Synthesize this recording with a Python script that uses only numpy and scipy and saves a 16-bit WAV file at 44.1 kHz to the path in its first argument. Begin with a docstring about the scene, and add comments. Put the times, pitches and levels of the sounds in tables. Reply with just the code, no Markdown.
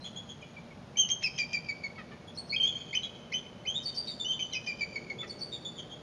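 """A bald eagle calls in runs of thin, piping notes: gliding whistles with harmonics, rougher ones more frayed.
Pipes lie in the middle register, chatter in the low one, yelps flip from low to middle, squeaks top the range.
Some notes start with a rasping catch or a crack of mixed registers; two falling runs end in low clucks made of
harmonics and puffs of air. Trees return the calls as random echoes; filtered noise and sines make the air,
far traffic and machine hum behind."""
import sys
import numpy as np
from scipy import signal
from scipy.fft import rfft, irfft
from scipy.io import wavfile

SR = 44100
rng = np.random.default_rng(int(sys.argv[2]) if len(sys.argv) > 2 else 0)


def materialize(psi):
    """Save the field psi as 16-bit PCM at rate SR to the path in sys.argv[1].

    A 1-D psi becomes a single channel; in a 2-D psi each row is a channel.
    """
    bounded = np.clip(np.atleast_2d(psi).T, -1, 1)
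    quanta = np.round(bounded * 32767).astype(np.int16)
    wavfile.write(sys.argv[1], SR, quanta)


N = 265482
TIME_S = np.arange(N) / SR

# top-register squeaks: (time [s], length [s], pitch [Hz], level [dB], hissing octave [dB re note],
# lead-in rasp level [dB]); both levels before the trims in piping() and hissing()
SQUEAKS = [ (.005, 0.083, 4170, -51.5, -3, -64), (2.371, 0.038, 4390, -36.5, 1, -53.5),
           (2.495, 0.048, 4363, -33, -26, -58.5), (3.85, 0.048, 4610, -30, -10.5, -46.5),
           (3.968, 0.042, 4610, -30, -9, -42.5), (4.071, 0.04, 4540, -35.5, -6, -57.5),
           (5.294, 0.035, 4470, -36.5, -6, -51), (5.409, 0.041, 4526, -34, -6, -50.5), ]


def amp(db):
    """Decibels to gain."""
    return 10 ** (np.asarray(db) / 20)


def evened(x):
    """Scales to rms 1."""
    return x / np.sqrt(np.mean(x ** 2) + 1e-20)


def add(mix, start_s, sound):
    """Mixes a sound in at a time, or at the very start if that is negative."""
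    part = mix[max(round(start_s * SR), 0):][:len(sound)]
    part += sound[:len(part)]


def coloured(x, points):
    """Filters by (frequency [Hz], gain [dB]) points, joined on a log frequency axis."""
    hz, db = np.transpose(points)
    grid_hz = np.fft.rfftfreq(len(x), 1 / SR)
    gain_db = np.interp(np.log(grid_hz + 1), np.log(hz + 1), db)
    return irfft(rfft(x) * amp(gain_db), len(x))


def noise(points):
    """Noise of rms 1 with the given spectrum."""
    return evened(coloured(rng.standard_normal(N), points))


def drift(rate_hz):
    """Random wandering of rms 1, mostly slower than the rate."""
    grid_hz = np.fft.rfftfreq(N, 1 / SR)
    return evened(irfft(rfft(rng.standard_normal(N)) / (1 + (grid_hz / rate_hz) ** 4), N))


def push(count, crest, start_db=-7, end_db=-8, rise_s=0.0052, fall_s=0.0023):
    """Air pressure of one note: a quick start, a swell to its crest (share of the length), a fade."""
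    t = np.arange(count) / SR
    swell_db = np.interp(t / t[-1], [0, np.clip(crest, .05, .95), 1], [start_db, 0, end_db])
    edges = np.clip(np.minimum(t / rise_s, (t[-1] - t) / fall_s), 0, 1)
    return amp(swell_db) * np.sin(np.pi / 2 * edges)


def outdoor_air():
    """Steady rumble and hiss: noise with a fixed spectrum."""
    # (frequency [Hz], relative density [dB per Hz])
    air_spectrum = [(15, -37.5), (25, -18.5), (60, -8), (80, -3), (115, -1), (160, 2.5), (240, -0.5),
                    (290, -8), (600, -8.5), (800, -9), (1050, -14), (1500, -17), (2100, -20.5),
                    (3600, -22.5), (6900, -31), (8400, -31), (9600, -33.5), (11000, -35), (12500, -57),
                    (15000, -64.5)]
    return amp(-50.5) * noise(air_spectrum)


def far_traffic():
    """A distant roar: low noise that swells slowly."""
    # (frequency [Hz], relative density [dB per Hz])
    roar_spectrum = [(200, -14.5), (330, 13), (600, 9.5), (850, -25), (1400, -18.5), (3000, -35),
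                     (10000, -65.5)]
    # (time [s], level [dB])
    roar_level = [(0, -80), (2, -59.5), (3.5, -59.5), (4.5, -59.5), (5.2, -52.5), (6.02, -58)]
    return amp(np.interp(TIME_S, *np.transpose(roar_level))) * noise(roar_spectrum)


def machine_hum(waver_hz=1.55, flutter_db=2):
    """Steady machine tones: sines that waver in pitch and level."""
    # (frequency [Hz], mean level [dB])
    hum_lines = [(137, -63.5), (154, -62.5), (179, -63), (233, -60), (317, -75), (349, -73), (479, -68),
                 (586, -68), (599, -65)]
    out = np.zeros(N)
    for hz, db in hum_lines:
        phase = 2 * np.pi * np.cumsum(hz + waver_hz * drift(2.644)) / SR
        out += amp(db + flutter_db * drift(4.0)) * np.sin(phase)
    return out


def scatter(t60_s, build_s):
    """Two seconds of random echoes, energy 1, that build up and die away."""
    t = np.arange(2 * SR) / SR
    decay = np.exp(-np.log(1000) * t / t60_s)
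    tail = rng.standard_normal(len(t)) * decay * (1 - np.exp(-t / build_s))
    return tail / np.linalg.norm(tail)


def trees(x):
    """Single echoes, near-branch scatter, a blurred echo off the wood's edge and a long, fluttering tail."""
    # trunk and ground: (delay [s], level [dB])
    echoes = [(0.0147, -8), (0.0227, -16)]
    # colour of the long tail: (frequency [Hz], gain [dB])
    wood_colour = [(1000, -9.5), (2300, -1), (3050, -2), (3450, -3.5), (4500, -0.5), (6200, -4),
                   (6800, -2.5), (9000, 3)]
    # share sent to the wood as the head turns: (time [s], send [dB], extra treble [dB])
    wetness = [(0, 6.5, 2.5), (.7, 1, -0.5), (1.001, -1.5, -2), (1.599, -3.5, -0.5), (2.4, 1, -1.5),
               (2.67, 1.5, 8.5), (2.95, -0.5, -0.5), (3.401, -3, 0), (3.8, 2.5, 4.5), (4.3, 2, 2),
               (5.1, 0.5, 10), (5.8, 6, -1)]
    # band that the open beak beams forward: (frequency [Hz], gain [dB])
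    treble_band = [(4500, -37.5), (5900, 2), (7200, 0.5), (8200, -13.5)]
    flutter, flutter_hz = 0.28, 110

    near = amp(-12) * scatter(t60_s=0.16, build_s=0.12)
    near[0] += 1  # direct sound
    for delay_s, db in echoes:
        add(near, delay_s, amp([db]))

    far = amp(-13) * scatter(t60_s=1.12, build_s=0.0036)
    add(far, 0.11, amp(-17) * scatter(t60_s=0.11, build_s=0.00069))  # edge of the wood
    add(far, 0.2, amp(-24.0) * scatter(t60_s=1.5, build_s=0.019))  # late swell from deeper in

    times_s, send_db, treble_db = np.transpose(wetness)
    treble_gain = amp(np.interp(TIME_S, times_s, treble_db))
    beamed = x + (treble_gain - 1) * coloured(x, treble_band)
    sent = beamed * amp(np.interp(TIME_S, times_s, send_db))
    tail = signal.fftconvolve(sent, coloured(far, wood_colour))[:N]
    return signal.fftconvolve(x, near)[:N] + tail * evened(1 + flutter * drift(flutter_hz))


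def clucking(jitter=.014, breath=.3):
    """Low register: a falling, shaky stack of harmonics and puffs of air, shaped by the throat."""
    # (time [s], length [s], start pitch [Hz], end pitch [Hz], rms level [dB])
    clucks = [(1.978, 0.041, 672, 595, -47.5), (2.113, 0.028, 611, 569, -52.5),
              (5.226, 0.0278, 693, 581, -46.5)]
    # (frequency [Hz], gain [dB])
    throat = [(600, -40), (1250, -5), (1850, -3.5), (2500, -7), (3300, -16.5), (5000, -24.5), (9000, -50),
              (15000, -84)]
    out, shake = np.zeros(N), drift(240)
    for start_s, length_s, start_hz, end_hz, db in clucks:
        glide_hz = np.linspace(start_hz, end_hz, round(length_s * SR))
        count = len(glide_hz)
        wobble = 1 + jitter * shake[round(start_s * SR):][:count]
        phase = 2 * np.pi * np.cumsum(glide_hz * wobble) / SR
        pulses = evened(coloured(sum(np.cos(k * phase) for k in range(1, 10)), throat))
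        puffs = evened(coloured((1 + np.cos(phase)) * rng.standard_normal(count), throat))
        add(out, start_s, amp(db) * evened((pulses + breath * puffs) * push(count, crest=0.3)))
    return out


def hissing(trim_db=-1, length_s=0.027, overlap_s=0.0034):
    """Leading into each squeak, air rasps through the tight syrinx until the whistle takes hold."""
    # (frequency [Hz], relative level [dB])
    lead_spectrum = [(2500, -28), (4200, -7), (5300, 7.5), (6000, -1), (6900, -20.5), (9000, -6.5),
                     (12500, -31.5), (15000, -61.5)]
    out, air = np.zeros(N), noise(lead_spectrum)
    count = round(length_s * SR)
    pressure = push(count, crest=0.75)
    for start_s, *_, lead_db in SQUEAKS:
        rasp = pressure * air[round(start_s * SR):][:count]
        add(out, start_s + overlap_s - length_s, amp(lead_db + trim_db) * rasp)
    return out


# The note generators yield (time [s], length [s], (start, middle, end pitch) [Hz], level before trim [dB],
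# octave [dB re fundamental], crest [share of length], roughness); piping() sounds them.

def breaks():
    """Two registers modulate each other: sum, difference and octave tones make the voice crack."""
    # (time [s], length [s], low pitch [Hz], high pitch [Hz], level before trim [dB])
    cracks = [ (1.228, 0.0092, 2540, 3250, -38), (1.384, 0.01, 2506, 3167, -30.5),
              (1.529, 0.015, 2495, 3120, -41.5), (2.945, 0.015, 2463, 3040, -40),
              (3.32, 0.018, 2520, 2994, -44.5), (4.53, 0.031, 2590, 3060, -37),
              (4.662, 0.013, 2450, 3080, -44), ]
    # one per combination tone, lowest first: (level [dB re crack])
    tone_levels = (-9, -13, -16, -3, -9)
    octave_db, crest, rough = -32.5, 0.12, 0.31
    for start_s, length_s, low, high, db in cracks:
        tones_hz = [2 * low - high, 2 * high - low, 3 * low - high, low + high, 2 * high]
        for hz, tone_db in zip(tones_hz, tone_levels):
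            yield start_s, length_s, np.full(3, hz), db + tone_db, octave_db, crest, rough


def catches():
    """The voice breaks downward at the start of a note: a short, often rasping tone that sags in pitch."""
    # (time [s], length [s], pitch [Hz], level before trim [dB], octave [dB re fundamental], roughness)
    catch_notes = [ (0.426, 0.018, 3020, -51, -40, 0.08), (0.976, 0.011, 3013, -32.5, 5, 0.93),
                   (1.085, 0.024, 3004, -34.5, 7.5, 0.96), (1.221, 0.02, 3210, -36, -4, 1.15),
                   (1.376, 0.025, 3140, -33.5, -5, 0.6), (1.528, 0.0097, 3220, -40, -1.5, 0.07),
                   (2.928, 0.012, 3440, -46, 0.5, 0.6), (3.024, 0.041, 4030, -43.5, -12, 0.42),
                   (4.39, 0.021, 2580, -40.5, -11.5, 0.47), (4.519, 0.024, 4080, -45, -21, 0.1),
                   (4.526, 0.04, 3133, -35, -12.5, 0.21), (4.662, 0.02, 3130, -41.5, -10, 0),
                   (4.81, 0.0081, 3050, -51, -7, 0.2), ]
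    bend = np.array([1.02, 0.97, 1])  # start, middle, end
    for start_s, length_s, hz, db, octave_db, rough in catch_notes:
        yield start_s, length_s, hz * bend, db, octave_db, 0.23, rough


def squeaks(scoop=0.02, crest=0.37, rough=.27):
    """A tight whistle that starts flat and scoops up to its pitch."""
    bend = np.array([1 - scoop, 1, 1])
    for start_s, length_s, hz, db, octave_db, _ in SQUEAKS:
        yield start_s, length_s, hz * bend, db, octave_db, crest, rough


def yelps():
    """The pitch climbs two overlapping steps in the low register, then flips to the middle one."""
    # (time [s], low length [s], flip time [s], high length [s], low pitch [Hz], high pitch [Hz],
    # low level before trim [dB], high level before trim [dB], high octave [dB re fundamental],
    # high rise [share of pitch])
    yelp_notes = [ (2.522, 0.033, 2.561, 0.013, 2370, 3213, -30, -23, -31.5, -0.044),
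                  (2.927, 0.03, 2.949, 0.022, 2354, 3046, -32.5, -28.5, -7, -0.008),
                  (3.318, .024, 3.337, 0.027, 2320, 3040, -35, -28.5, -10, 0.036),
                  (3.651, 0.019, 3.669, 0.047, 2305, 3120, -39.5, -29.5, -13, 0.093), ]
    step, low_rise = .12, 0.032  # shares of the low pitch: between steps, within each
    slur_s = 0.0034  # overlap of the steps
    low_crest, low_rough = 0.84, .2
    high_crest, high_rough = 0.35, .07
    climb = np.array([-.5, 0, .5])
    for start_s, low_s, flip_s, high_s, low_hz, high_hz, low_db, high_db, octave_db, rise in yelp_notes:
        half_s = low_s / 2
        first_hz = low_hz * (1 - step / 2 + low_rise * climb)
        second_hz = low_hz * (1 + step / 2 + low_rise * climb)
        yield start_s, half_s, first_hz, low_db, -12.5, low_crest, low_rough
        yield start_s + half_s - slur_s, half_s + slur_s, second_hz, low_db + 1.5, -12, low_crest, low_rough
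        yield flip_s, high_s, high_hz * (1 + rise * climb), high_db, octave_db, high_crest, high_rough


def chatter():
    """Each low note snaps on and falls, with a faint second voice; lower is duller and smoother, softer duller."""
    # (time [s], length [s], middle pitch [Hz], level before trim [dB])
    chatter_notes = [ (0.42, 0.02, 2405, -46), (0.563, 0.024, 2336, -45.5), (0.707, 0.023, 2214, -52.5),
                     (0.956, 0.013, 2330, -45), (1.234, 0.033, 2594, -28), (1.258, 0.023, 2457, -30.5),
                     (1.385, 0.046, 2378, -28.5), (1.53, 0.045, 2358, -29), (1.685, 0.031, 2282, -30.5),
                     (1.834, 0.037, 2218, -32), (4.546, 0.034, 2522, -33), (4.669, 0.0475, 2392, -31.5),
                     (4.806, 0.035, 2330, -30), (4.955, 0.023, 2225, -31.5), (5.097, 0.023, 2203, -33.5), ]
    usual_hz, usual_db, usual_octave_db, usual_rough = 2422, -32, -7.5, 0.14
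    octave_db_per_hz, octave_db_per_db, rough_per_hz = 0.0224, 1, 0.00047
    snap_s, snap_db, snap_pitch = 0.0097, -9.5, 1.04  # harsh onset: level and pitch re note
    under_pitch, under_db = .805, -26.5  # second voice: pitch and level re note
    bend, crest = np.array([1.03, 1, 0.98]), 0.38
    for start_s, length_s, middle_hz, db in chatter_notes:
        above_hz = middle_hz - usual_hz
        octave_db = usual_octave_db + octave_db_per_hz * above_hz + octave_db_per_db * (db - usual_db)
        rough = usual_rough + rough_per_hz * above_hz
        hz = middle_hz * bend
        yield start_s, length_s, hz, db, octave_db, crest, rough
        yield start_s, snap_s, snap_pitch * hz, db + snap_db, -1, crest, 0.8
        yield start_s, length_s, under_pitch * hz, db + under_db, -8.5, crest, usual_rough


def pipes(arch=0.018):
    """Each middle-register pipe is one gliding arch; both ends sag by a share of the pitch."""
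    # (time [s], length [s], middle pitch [Hz], glide [share of pitch], level before trim [dB],
    # octave [dB re fundamental], crest [share of length], roughness [0-1])
    pipe_notes = [ (0.04, 0.043, 3407, -0.0059, -37.5, -14, 0.52, 0.54),
                  (0.159, 0.035, 3317, 0.03, -39, -9.5, 0.6, 0.26),
                  (0.29, 0.035, 3220, -0.022, -42.5, -9, 0.38, 0.36),
                  (0.969, 0.02, 3090, 0.0046, -30, -2.5, 0.22, 0.1),
                  (0.983, 0.041, 3173, -0.0093, -21.5, -3, 0.47, 0.03),
                  (1.021, 0.032, 3028, -0.059, -29.5, -18, 0.2, 0),
                  (1.098, 0.016, 3190, -0.027, -30, -5.5, 0.65, 0),
                  (1.111, 0.018, 3187, -0.014, -23, -2.5, 0.3, 0.11),
                  (2.273, 0.038, 3424, 0.021, -47.5, -18, 0.27, 0.32),
                  (2.598, 0.027, 3170, 0.018, -22, -34, 0.8, 0.13),
                  (2.627, 0.046, 3213, 0.06, -23, -22.5, 0.2, 0.07),
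                  (2.67, 0.029, 3358, -0.039, -28.5, -17.5, 0.21, 0.22),
                  (2.971, 0.01, 3060, 0.011, -23, -27, 0.35, 0.08),
                  (3.03, 0.031, 3377, 0.029, -33, -18, 0.27, 0.36),
                  (3.365, 0.019, 3100, -0.0023, -33, -15.5, 0.4, 0.04),
                  (3.379, 0.02, 3390, 0.033, -43, -22, 0.42, 0.37),
                  (3.739, 0.033, 3500, 0.077, -34, -13, 0.81, 0.18),
                  (3.754, 0.041, 3695, 0.004, -31.5, -9, 0.24, 0.11),
                  (4.07, 0.063, 3720, -0.064, -38.5, 0.5, 0.18, 0.48),
                  (4.197, 0.041, 3575, -0.00059, -32, -9.5, 0.42, 0.16),
                  (4.245, 0.043, 3010, 0.04, -32.5, -12.5, 0.37, 0.08),
                  (4.284, 0.041, 3126, -0.004, -28, -15, 0.97, 0),
                  (4.328, 0.031, 3470, 0.044, -40, -14, 0.28, 0),
                  (4.391, 0.049, 3088, -0.0056, -31, -11, 0.83, 0.17),
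                  (5.184, 0.037, 3480, 0.032, -37.5, -20, 1, 0.11),
                  (5.519, 0.047, 3615, -0.019, -35.5, -8.5, .3, 0.34),
                  (5.648, 0.045, 3510, 0.021, -36.5, -11, 0.28, 0.18),
                  (5.779, 0.033, 3370, 0.027, -37, -14, 0.54, 0.48),
                  (5.912, 0.038, 3270, 0.023, -43.5, -15, 0.47, 0.2), ]
    for start_s, length_s, hz, glide, db, octave_db, crest, rough in pipe_notes:
        bend = np.array([1 - arch - glide / 2, 1, 1 - arch + glide / 2])
        yield start_s, length_s, hz * bend, db, octave_db, crest, rough


def piping(notes):
    """The syrinx whistles; roughness shakes its pitch, smears each partial into a band and adds turbulent air."""
    # turbulent air: (frequency [Hz], relative level [dB])
    rasp_spectrum = [(1200, -15), (2200, 16), (3300, 8.5), (5600, 2.5), (6800, -7), (8500, -29.5),
                     (10600, -23), (12500, -32.5), (15000, -60.5)]
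    # top-register hiss: (frequency [Hz], relative level [dB])
    sizzle_spectrum = [(4000, -21), (5800, 4.5), (7000, -27), (8400, 22.5), (9500, 15), (10400, -13),
                       (12500, -21.5), (15000, -55)]
    # band of the thin top overtone: (frequency [Hz], gain [dB])
    whisper_band = [(7500, -28), (8300, -10), (9700, -2), (10900, -0.5), (11600, -22.5), (13000, -38.5)]
    trim_db, rasp_db, third_db, sizzle_db, whisper_db = 0.5, -9, -14, -10.5, -58  # third: re octave
    quaver, jitter = 0.04, 0.006  # slow and fast pitch shake at roughness 1, shares of pitch
    smear, smear_hz, fray = 0.12, 480, .028
    beat_hz, second_side, pulsing = 110, 2.26, 0.5
    beak_hz, top_register_hz = 7300, 4050

    out, whisper = np.zeros(N), np.zeros(N)
    slow, fast, shiver = drift(130), drift(1200), drift(350)
    chaos = [drift(k * smear_hz) + 1j * drift(k * smear_hz) for k in range(1, 4)]
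    beat = np.exp(2j * np.pi * np.cumsum(beat_hz * (1 + .3 * drift(20.21))) / SR)
    rasp = noise(rasp_spectrum)
    sizzle = noise(sizzle_spectrum) * (1 + pulsing * beat.real)

    for start_s, length_s, pitches_hz, db, octave_db, crest, rough in notes:
        middle_hz = pitches_hz[1]
        u = np.linspace(0, 1, round(length_s * SR))
        span = round(start_s * SR) + np.arange(len(u))
        arch_hz = np.polyval(np.polyfit([0, .5, 1], pitches_hz, 2), u)
        hz = arch_hz * (1 + rough * (quaver * slow[span] + jitter * fast[span]))
        phase = 2 * np.pi * np.cumsum(hz) / SR

        # the two sides of the syrinx slip apart, sharp or flat, and beat
        twin = second_side * rough
        apart = beat[span] ** rng.choice([-1, 1])
        pure = np.sqrt(2 * np.clip(1 - rough, 0, 1) / (1 + twin ** 2))

        voice = rough ** 2 * amp(rasp_db) * rasp[span]
        for k, partial_db in enumerate([0, octave_db, octave_db + third_db], 1):
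            beak_gain = 1 / np.sqrt(1 + (k * middle_hz / beak_hz) ** 32)  # stops the highest overtones
            frayed = min(fray * (amp(-partial_db) - 1), .5)  # weak overtones are noisier
            tone = pure * (1 + twin * apart ** k)
            swing = tone + (smear * rough + frayed) * chaos[k - 1][span]
            voice += amp(partial_db) * beak_gain * (swing * np.exp(1j * k * phase)).real
        if middle_hz > top_register_hz:  # octave frays into pulsing hiss
            voice += amp(sizzle_db + octave_db) * sizzle[span]

        pressure = push(len(u), crest)
        add(out, start_s, amp(db + trim_db) * pressure * voice)
        # third-harmonic whisper follows roughness, not note level
        add(whisper, start_s, np.sqrt(abs(rough)) * pressure * shiver[span] * np.cos(3 * phase))
    return out + amp(whisper_db) * coloured(whisper, whisper_band)


def scene():
    """The eagle among the trees, over air, traffic and hum."""
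    background = outdoor_air() + far_traffic() + machine_hum()
    notes = [*pipes(), *chatter(), *yelps(), *squeaks(), *catches(), *breaks()]
    eagle = piping(notes) + hissing() + clucking()
    return (trees(eagle) + background)[None]


def record(dry):
    """A gentle colour with a narrow, deep dip in the treble near 7.6 kHz, and the recorder's band limit."""
    # (frequency [Hz], gain [dB])
    final_colour = [(20, 1), (6900, -0.5), (7250, -6.5), (7600, -39), (8050, -8.5), (9300, -11), (16000, 6)]
    heard = coloured(dry[0], final_colour)
    low_pass = signal.firwin(511, 15700, window=("kaiser", 9), fs=SR)  # cutoff in Hz
    return signal.oaconvolve(heard, low_pass, "same")[None]


dry = scene()
out = record(dry)
materialize(out)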